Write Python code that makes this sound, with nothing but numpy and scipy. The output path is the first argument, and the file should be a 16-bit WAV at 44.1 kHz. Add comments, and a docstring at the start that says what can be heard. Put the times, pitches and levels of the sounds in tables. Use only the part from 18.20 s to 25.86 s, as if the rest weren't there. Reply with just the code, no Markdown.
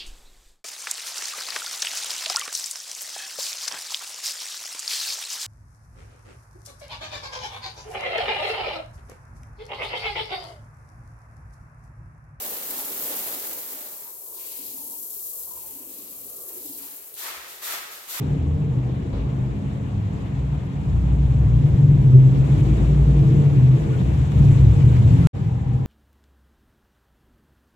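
"""Concrete parking garage: a low sports car rolls slowly past while parked engines idle all around.
Sine notes drone and surge in the bass; uneven firings knock on pipe resonances and fill the garage.
Banded noise makes the roar and hiss of engine, tyres and air, and a dull scuff sounds far off early on.
Near the end the sound breaks off with a click; after a short silence a second car fades in, fainter,
with broad noise resonances in its roar."""
import sys
import numpy as np
from scipy import signal
from scipy.fft import rfft, irfft, next_fast_len
from scipy.io import wavfile

SR = 44100
rng = np.random.default_rng(int(sys.argv[2]) if len(sys.argv) > 2 else 0)


def int16_out(signal):
    """Quantize to a 16-bit WAV file."""
    q = np.round(np.clip(np.atleast_2d(signal).T, -1, 1) * 32767)
    wavfile.write(sys.argv[1], SR, q.astype(np.int16))


N = 337806
T = np.arange(N) / SR


def from_db(db):
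    """Decibels to gain."""
    return 10 ** (np.asarray(db) / 20)


def rms_one(x):
    """Scale to unit rms."""
    return x / np.sqrt(np.mean(x ** 2) + 1e-20)


def in_time(rows):
    """Draw every column of a breakpoint curve, sample by sample."""
    s, *columns = np.transpose(rows)
    return [np.interp(T, s, c) for c in columns]


def at_hz(points, hz):
    """Read a spectrum on a log-frequency axis."""
    table_hz, level_db = np.array(points).T
    return np.interp(np.log(hz), np.log(table_hz), level_db)


def drift(rate):
    """Smooth random modulation with rms 1, about rate changes a second."""
    step = 40  # samples between the points of the slow curve
    r = np.exp(-2 * np.pi * rate * step / SR)
    slow = signal.lfilter([1], [1, -2 * r, r * r], rng.standard_normal(N // step + 2002))
    slow = rms_one(slow[2000:])  # leave out the filter's settling
    return np.interp(np.arange(N) / step, np.arange(len(slow)), slow)


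def tone(hz, db):
    """A sine of given rms level that follows its pitch, from a random phase."""
    cycles = np.cumsum(hz) / SR + rng.random()
    return np.sqrt(2) * from_db(db) * np.sin(2 * np.pi * cycles)


def resonance(x, hz, width):
    """Two-pole resonance, gain 1 at its peak."""
    r = np.exp(-np.pi * width / SR)
    poles = [1, -2 * r * np.cos(2 * np.pi * hz / SR), r * r]
    return signal.lfilter([(1 - r * r) / 2, 0, (r * r - 1) / 2], poles, x + 1e-18)


# Stereo balance of the exhausts: one row each for left and right [gain]
BASS_LEAN = np.array([[1.05], [.95]])


def ports(note):
    """Reflections give a note a slightly different phase left and right: the left lag drifts."""
    lag = np.round(15 + 7 * drift(1.9)).astype(int)  # samples
    left = note[np.clip(np.arange(N) - lag, 0, N - 1)]
    return [left, note] * BASS_LEAN


OVERTONE_DB = -24    # octave, relative to its note
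WAVER_AT_HZ = 130    # flutter is scaled by pitch relative to this


def order(hz, db, flutter_hz, flutter_db):
    """One engine order with a faint octave above it; higher notes flutter more."""
    share = hz / WAVER_AT_HZ
    hz = hz + share * flutter_hz
    db = db + share * flutter_db
    return tone(hz, db) + tone(2 * hz, db + OVERTONE_DB)


# Steady hum of a parked engine: f/Hz, level/dB before fade and waver
HUM = [(203.5, -39.5), (267.5, -42.5)]
# Fade of the hum, down while the car is close: t/s, level/dB
HUM_FADE = [(0, 1), (2.6, -1), (3.5, -9), (7.66, 0)]


def hum():
    """Idling sine lines whose pitch and level waver a little."""
    fade_db, = in_time(HUM_FADE)
    return sum(tone(hz + .8 * drift(4), db + fade_db + 2.4 * drift(7)) for hz, db in HUM)


# Steady exhaust notes of the engines around: f/Hz, level/dB before swell
DRONES = [(59, -35.5), (79, -36), (103, -35), (124, -37), (147, -36), (177, -41.5)]
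DRONE_FOLLOWS = 0.25                          # share of the throb's level swing, in dB
SWELL_DB, SWELLS_PER_S, WANDER_HZ = 3, 3, 0.889   # rms swell, its rate, rms pitch drift


def drones(throb_db):
    """Exhaust sines that swell at random, drift in pitch and partly follow the throb."""
    out = np.zeros((2, N))
    swing_db = DRONE_FOLLOWS * (throb_db - throb_db.mean())
    for hz, db in DRONES:
        level_db = db + swing_db + SWELL_DB * drift(SWELLS_PER_S)
        out += ports(tone(hz + WANDER_HZ * drift(1.11), level_db))
    return out


THUD_S, THUD_RISE_S = .925, .004   # onset, rise time constant
# Bands of the dull scuff far off: lower f/Hz, upper f/Hz, noise level/dB before filtering, t60/s
THUD = [(300, 600, -19.5, 1.1), (600, 1200, -28.5, 1.0), (1500, 4300, -40.5, .5)]


def thud():
    """A dull burst of band-passed noise that dies away in the garage, the treble first."""
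    out = np.zeros((2, N))
    age = np.maximum(T - THUD_S, 0)
    rise = 1 - np.exp(-age / THUD_RISE_S)
    for low_hz, high_hz, db, t60 in THUD:
        burst = rng.standard_normal((2, N)) * rise * from_db(db - 60 * age / t60)
        band = signal.butter(3, [low_hz, high_hz], "band", fs=SR, output="sos")
        out += signal.sosfilt(band, burst)
    return out


BREAK_S, RETURN_S = 7.0711, 7.131   # start and end of the silence
# Broad rings in the second car's roar: f/Hz, width/Hz of each of two passes, level/dB
SECOND_BODY = [(455, 30, -48), (786, 110, -50), (974, 50, -59)]


def second_car():
    """White noise coloured by a few broad resonances, heard only after the silence."""
    rings = np.zeros((2, N))
    for hz, width, db in SECOND_BODY:
        white = rng.standard_normal((2, N))
        ring = resonance(resonance(white, hz, width), hz, width)
        rings += from_db(db) * rms_one(ring)
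    return rings * (T > RETURN_S)


# Brief pipe and tyre tones: start t/s, length/s, f/Hz, level/dB at the top of the arch, rms pitch spread/Hz
TONES = [(0, 1.0, 455.5, -46.5, 12), (0, .47, 290.7, -41.5, 5.3), (3.4, .58, 245.9, -41.5, 3.6),
         (3.9, .3, 282, -36, 4), (4.24, .45, 315, -33.5, 5), (4.45, .3, 203, -34, 3),
         (4.5, .24, 352, -40, 5), (4.6, .52, 410.5, -42.5, 12), (4.72, .45, 240, -39, 5),
         (4.83, .5, 323, -33.5, 5), (4.8, .62, 451, -37, 9), (5.26, .2, 294, -37, 4),
         (5.4, .4, 336, -38.5, 7), (5.45, .45, 446, -40.5, 9), (5.712, .064, 1446, -50, 10),
         (5.9, .61, 204.8, -36, 2.4), (6.17, .3, 286, -33, 5), (6.86, .24, 268.5, -28, 3),
         (7.03, .07, 1345, -44, 15), (6.13, .2, 208, -29, 3)]


def brief_tones(rough_db):
    """Sines that each swell and fade in one arch; the longer ones flutter more in level."""
    out = np.zeros(N)
    for start, length, hz, db, spread in TONES:
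        arch = np.sin(np.pi * np.clip((T - start) / length, 0, 1))
        flutter_db = rough_db * min(2 * length, 1) * drift(30)
        out += arch * tone(hz + spread * drift(14.4), db + flutter_db)
    return out


# Spectrum of the garage roar, centre: f/Hz, relative level/dB per Hz
ROAR = [(12, -36), (25, -29), (38, -26.5), (48, -11), (86, -9.5), (134, -6), (227, -20), (460, -28.5),
        (540, -33), (1000, -39.5), (1400, -48), (2400, -48), (3650, -53), (4300, -58.5), (4900, -62.5),
        (7600, -58), (8300, -65.5), (8800, -81.5), (9500, -82), (10000, -68.5), (11800, -68.5),
        (13400, -73.5)]
# Spectrum of its left-minus-right part, before SIDE_DB: f/Hz, relative level/dB per Hz
ROAR_SIDE = [(20, -62.5), (36, -38.5), (48, -18), (138, -16.5), (233, -14), (327, -16.5), (524, -21),
             (1200, -30), (2890, -40), (5560, -50.5), (8240, -49), (10200, -56), (10900, -94.5),
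             (13400, -85.5)]
# Stereo lean of the roar: f/Hz, left over right level/dB
LEAN = [(60, 1.9), (360, 1.5), (650, -1.5), (1180, 1), (2140, 5), (3880, 5), (7040, 0), (12800, 0)]
ROAR_DB, SIDE_DB = -7.5, -11.5   # roar over the mean throb curve; side trim


def roar(car_db, patchy_db):
    """Diffuse engine, tyre and air noise in half-octave bands; each follows the car and flickers."""
    size = next_fast_len(N)
    hz = np.arange(1, size // 2 + 2) * SR / size
    white = rfft(rng.standard_normal((2, size)))
    white *= from_db([at_hz(ROAR, hz), at_hz(ROAR_SIDE, hz) + SIDE_DB])
    white /= np.sqrt(2 * np.sum(np.abs(white[0]) ** 2)) / size  # centre to unit rms
    swings_db = np.array([v - np.mean(v) for v in car_db])
    out = np.zeros((2, N))
    together = drift(4.6)
    for centre in 20 * 2 ** np.arange(0, 10, .5):
        mask = np.cos(np.pi / 2 * np.clip(2 * np.log2(hz / centre), -1, 1)) ** 2
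        mid, side = irfft(white * mask, size)[:, :N]
        # blend the two level curves whose home pitches lie around this band
        place = np.interp(np.log(centre), np.log([130, 330, 800, 2500, 8000]), np.arange(5))
        follow_db = np.clip(1 - np.abs(place - np.arange(5)), 0, 1) @ swings_db
        gain = from_db(follow_db + patchy_db * (0.4 * together + drift(26)))
        lean = from_db(at_hz(LEAN, centre) / 2 * np.array([[1], [-1]]))
        out += gain * np.array([mid + side, mid - side]) * lean
    return out * from_db(np.mean(car_db[0]) + ROAR_DB)


# Bass notes that surge and sink back: start t/s, length/s, start f/Hz, end f/Hz, level/dB before flutter
SURGES = [(-.15, 0.36, 146.5, 145.5, -24), (.18, 0.2, 77.7, 80, -25.5), (.38, 0.4, 122.8, 126.6, -27.5),
          (.46, .22, 78, 76, -31), (.6, .25, 128, 124, -28), (.9, 0.2, 52, 57, -28.5),
          (1.04, .24, 127, 130.6, -24), (1.17, 0.23, 59.4, 60.6, -31), (1.48, 0.15, 127, 125, -31.5),
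          (1.52, .16, 103, 102, -29), (1.7, 0.24, 102.5, 102.3, -24.5), (.25, .4, 151, 150, -31),
          (2.02, .42, 145, 146, -25.5), (2.15, 0.4, 62.5, 61, -31.5), (2.61, .84, 59.5, 61.5, -19.5),
          (3.14, .18, 68, 68, -24), (2.3, .7, 178, 177, -36), (2.4, .3, 139, 139, -29),
          (2.66, 0.16, 123, 117.8, -26), (2.68, 0.19, 87.5, 90, -30), (2.8, 0.55, 138.5, 140.5, -21.5),
          (3.08, 0.31, 91.7, 97, -27), (3.2, 0.24, 108, 108, -26), (3.32, .26, 147, 147, -19.5),
          (3.53, 0.4, 146, 142.5, -14.5), (3.45, 0.44, 98.4, 94, -28), (3.66, .26, 47.4, 48, -26.5),
          (3.6, 0.28, 193, 194, -29), (4.2, 0.3, 112, 107, -25), (4.56, .34, 104, 104, -25),
          (4.08, .5, 127, 132, -23), (4.36, 0.7, 56, 58, -18.5), (5.02, .2, 58, 58, -27),
          (4.85, 0.41, 187.6, 182.4, -29.5), (4.96, 0.22, 128.5, 126.7, -18), (5.08, 0.28, 93, 91, -27.5),
          (5.34, .26, 129.5, 128, -13), (5.6, 0.48, 129.5, 123.5, -21.5), (5.76, .36, 82, 83, -26),
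          (5.7, 0.99, 179, 177.4, -31.5), (5.8, 0.3, 65, 62.5, -24), (6.13, 0.2, 63.5, 65, -17),
          (6.36, 0.22, 67, 65, -15.5), (6.16, 0.5, 105, 109.5, -19), (6.66, .44, 106.5, 106, -20),
          (6.42, .26, 98, 98, -23), (6.16, 0.16, 120.7, 116.7, -22), (6.14, .42, 142.5, 130.5, -14.5),
          (6.5, .28, 138, 147, -16), (6.56, 0.36, 122, 120.5, -14.5), (6.84, .3, 120, 121.5, -18),
          (6.78, 0.28, 83.5, 82.5, -20), (6.62, 0.17, 69, 70, -20), (6.34, .16, 174, 180, -24),
          (6.6, .3, 198, 205, -30), (6.8, 0.2, 138, 139, -19), (6.92, .2, 149, 151, -23),
          (6.86, .3, 168, 167.3, -20), (7.15, 0.3, 126.5, 123, -27.5), (7.2, .16, 106, 106, -28),
          (7.2, 0.2, 166, 166.4, -29.5), (7.44, 0.3, 123.5, 123, -23)]
SURGE_EDGE, LONGEST_EDGE_S = 0.24, 0.091   # share of the length rising, and again falling; its limit


def surges(waver_hz, waver_db):
    """Gliding engine orders rise out of the rumble; four voices share their flutter."""
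    wavers = [(waver_hz * drift(10.0), waver_db * drift(20)) for _ in range(4)]
    voices = np.zeros((4, N))
    for k, (start, length, from_hz, to_hz, db) in enumerate(SURGES):
        part = (T - start) / length
        on = (part > 0) & (part < 1)
        part = part[on]
        edge = min(SURGE_EDGE, LONGEST_EDGE_S / length)
        shape = np.sin(np.pi / 2 * np.clip(np.minimum(part, 1 - part) / edge, 0, 1)) ** 2
        flutter_hz, flutter_db = wavers[k % 4]
        glide_hz = from_hz + (to_hz - from_hz) * part
        voices[k % 4, on] += shape * order(glide_hz, db, flutter_hz[on], flutter_db[on])
    return sum(ports(voice) for voice in voices)


# Firing note of the passing car, climbing as it draws level, then wavering: t/s, f/Hz, level/dB
FIRING = [(3.05, 120.9, -45), (3.3, 121.2, -18.5), (3.5, 123.7, -22), (3.62, 124.8, -15),
          (3.8, 127.4, -19.5), (3.96, 130.1, -8.5), (4.2, 136.1, -16.5), (4.44, 141.8, -21.5),
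          (4.62, 146.9, -21), (4.8, 144.5, -16.5), (4.95, 144, -17), (5.07, 145.7, -23), (5.19, 142.9, -16),
          (5.4, 141.2, -19.5), (5.6, 140.4, -31), (5.8, 143, -33), (6.0, 147.2, -27), (6.12, 145.6, -32)]
LOPE_CYCLES = 13.5                         # mean firing cycles per lope
LOPE_DB, LOPE_HZ = 3.5, 1.8                # swing in level and pitch for a note at WAVER_AT_HZ
LOPE_FROM_S, LOPE_GROWS_S = 4.2, .25       # onset, time to full depth


def firing_note(waver_hz, waver_db):
    """The passing car's firing rate as a near-sine; uneven cylinders make it lope."""
    hz, level_db = in_time(FIRING)
    heard = (T > FIRING[0][0]) & (T < FIRING[-1][0])
    lopes_per_s = hz / LOPE_CYCLES * (1 + .1 * drift(5))
    turn = 2 * np.pi * np.cumsum(lopes_per_s) / SR
    lope = np.clip((T - LOPE_FROM_S) / LOPE_GROWS_S, 0, 1)
    flutter_hz = waver_hz * drift(10.0) + lope * LOPE_HZ * np.sin(turn)
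    flutter_db = waver_db * drift(16) + lope * LOPE_DB * np.cos(turn)
    return ports(heard * order(hz, level_db, flutter_hz, flutter_db))


GARAGE_T60_S, GARAGE_DB = 1.2, -1.5   # decay time, gain of the reverberation


def garage(x):
    """Dense concrete reverberation: a decaying noise tail for each side."""
    age = np.arange(int(GARAGE_T60_S * SR)) / SR
    tails = rng.standard_normal((2, len(age))) * from_db(-60 * age / GARAGE_T60_S)
    tails /= np.sqrt(np.sum(tails ** 2, axis=1, keepdims=True))
    return signal.fftconvolve(x[None], tails, axes=1)[:, :N]


# Exhaust pipe resonances: f/Hz, width/Hz of each of two passes, relative level/dB
PIPES = [(66.3, 11, -10), (130.5, 34, 1.5), (152, 16, -18), (288, 88, -14.5), (463, 36, -24.5)]
FIRINGS_PER_S, THROB_DB = 40, -13.0   # rate before jitter; trim of the throb curve


def throb(per_s, level_db, jitter, uneven_db):
    """Uneven firings knock on the exhaust pipe resonances, then fill the garage."""
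    rate = per_s * np.abs(1 + jitter * drift(25))
    fired = np.diff(np.floor(np.cumsum(rate) / SR), prepend=0) > 0
    knocks = fired * from_db(uneven_db * rng.standard_normal(N))
    pipe = np.zeros(N)
    for k, (hz, width, db) in enumerate(PIPES):
        ring = resonance(resonance(knocks, hz, width), hz, width)
        pipe += (-1) ** k * from_db(db) * ring  # alternate polarity
    return from_db(level_db) * rms_one(pipe + from_db(GARAGE_DB) * garage(pipe))


SWING_S = .004                               # length of the last bass swing
SWING_DEPTH = np.array([[-.15], [-.25]])     # left and right height it reaches
RETURN_FADE_S = 0.023


def break_off(mix):
    """The sound stops in mid bass swing, which clicks; after the silence it fades in again."""
    swing = np.clip(1 - (BREAK_S - T) / SWING_S, 0, 1) ** 2
    before = mix * (1 - swing) + swing * SWING_DEPTH
    after = mix * np.clip((T - RETURN_S) / RETURN_FADE_S, 0, 1)
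    return np.where(T < BREAK_S, before, after)


# Level curves of the passing car, then of the second, before trims:
# t/s, throb level/dB, growl level/dB, tyre hiss level/dB
CAR = [(0.0, -20.5, -30.5, -50.5), (.3, -21, -35, -54.5), (.75, -24, -33, -53), (1.5, -22.5, -36.5, -53),
       (2.5, -24.5, -39, -52), (2.75, -13.5, -41, -52), (3.1, -16, -37.5, -52), (3.75, -14, -31, -50.5),
       (4.1, -15.5, -27.5, -49), (4.27, -14.5, -29.5, -47.5), (4.5, -13.5, -27.5, -45.5),
       (4.9, -15, -27.5, -47.5), (5.75, -16.5, -28.5, -47), (6.1, -16, -34.5, -47.5), (6.2, -7, -32, -45.5),
       (6.35, -10.5, -30, -44.5), (6.5, -12, -30.5, -46), (7.06, -13, -31.5, -45), (7.15, -22.5, -37, -52),
       (7.3, -21, -39, -53), (7.66, -18.5, -38.5, -55)]
BODY_HISS, BODY_THROB = 0.51, 0.12   # body roar's shares of the hiss and throb swings, in dB
FINE_HISS, FINE_THROB = 1, 0.24      # the same for fine hiss


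def scene():
    """All engines together, with the short silence before the second car."""
    throb_db, growl_db, hiss_db = in_time(CAR)
    body_db = BODY_HISS * hiss_db + BODY_THROB * throb_db
    fine_db = FINE_HISS * hiss_db + FINE_THROB * throb_db
    around = hum() + drones(throb_db) + thud() + second_car()
    noise = roar([throb_db, growl_db, body_db, hiss_db, fine_db], patchy_db=1.17)
    notes = surges(waver_hz=.9, waver_db=1.8) + firing_note(waver_hz=.9, waver_db=1.8)
    exhaust = throb(FIRINGS_PER_S, throb_db + THROB_DB, jitter=.3, uneven_db=1.5) * BASS_LEAN
    return break_off(around + brief_tones(rough_db=2.5) + noise + notes + exhaust)


CUTOFF_HZ = 13700   # 60 dB down from here up


def record(dry):
    """A soft 4 ms start; peaks are rounded, the top is cut."""
    dry = dry * np.clip(T / .004, 0, 1)
    rounded = .98 * np.tanh(dry / .96)
    return signal.sosfilt(signal.cheby2(12, 60, CUTOFF_HZ, fs=SR, output="sos"), rounded)


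dry = scene()
out = record(dry)
int16_out(out)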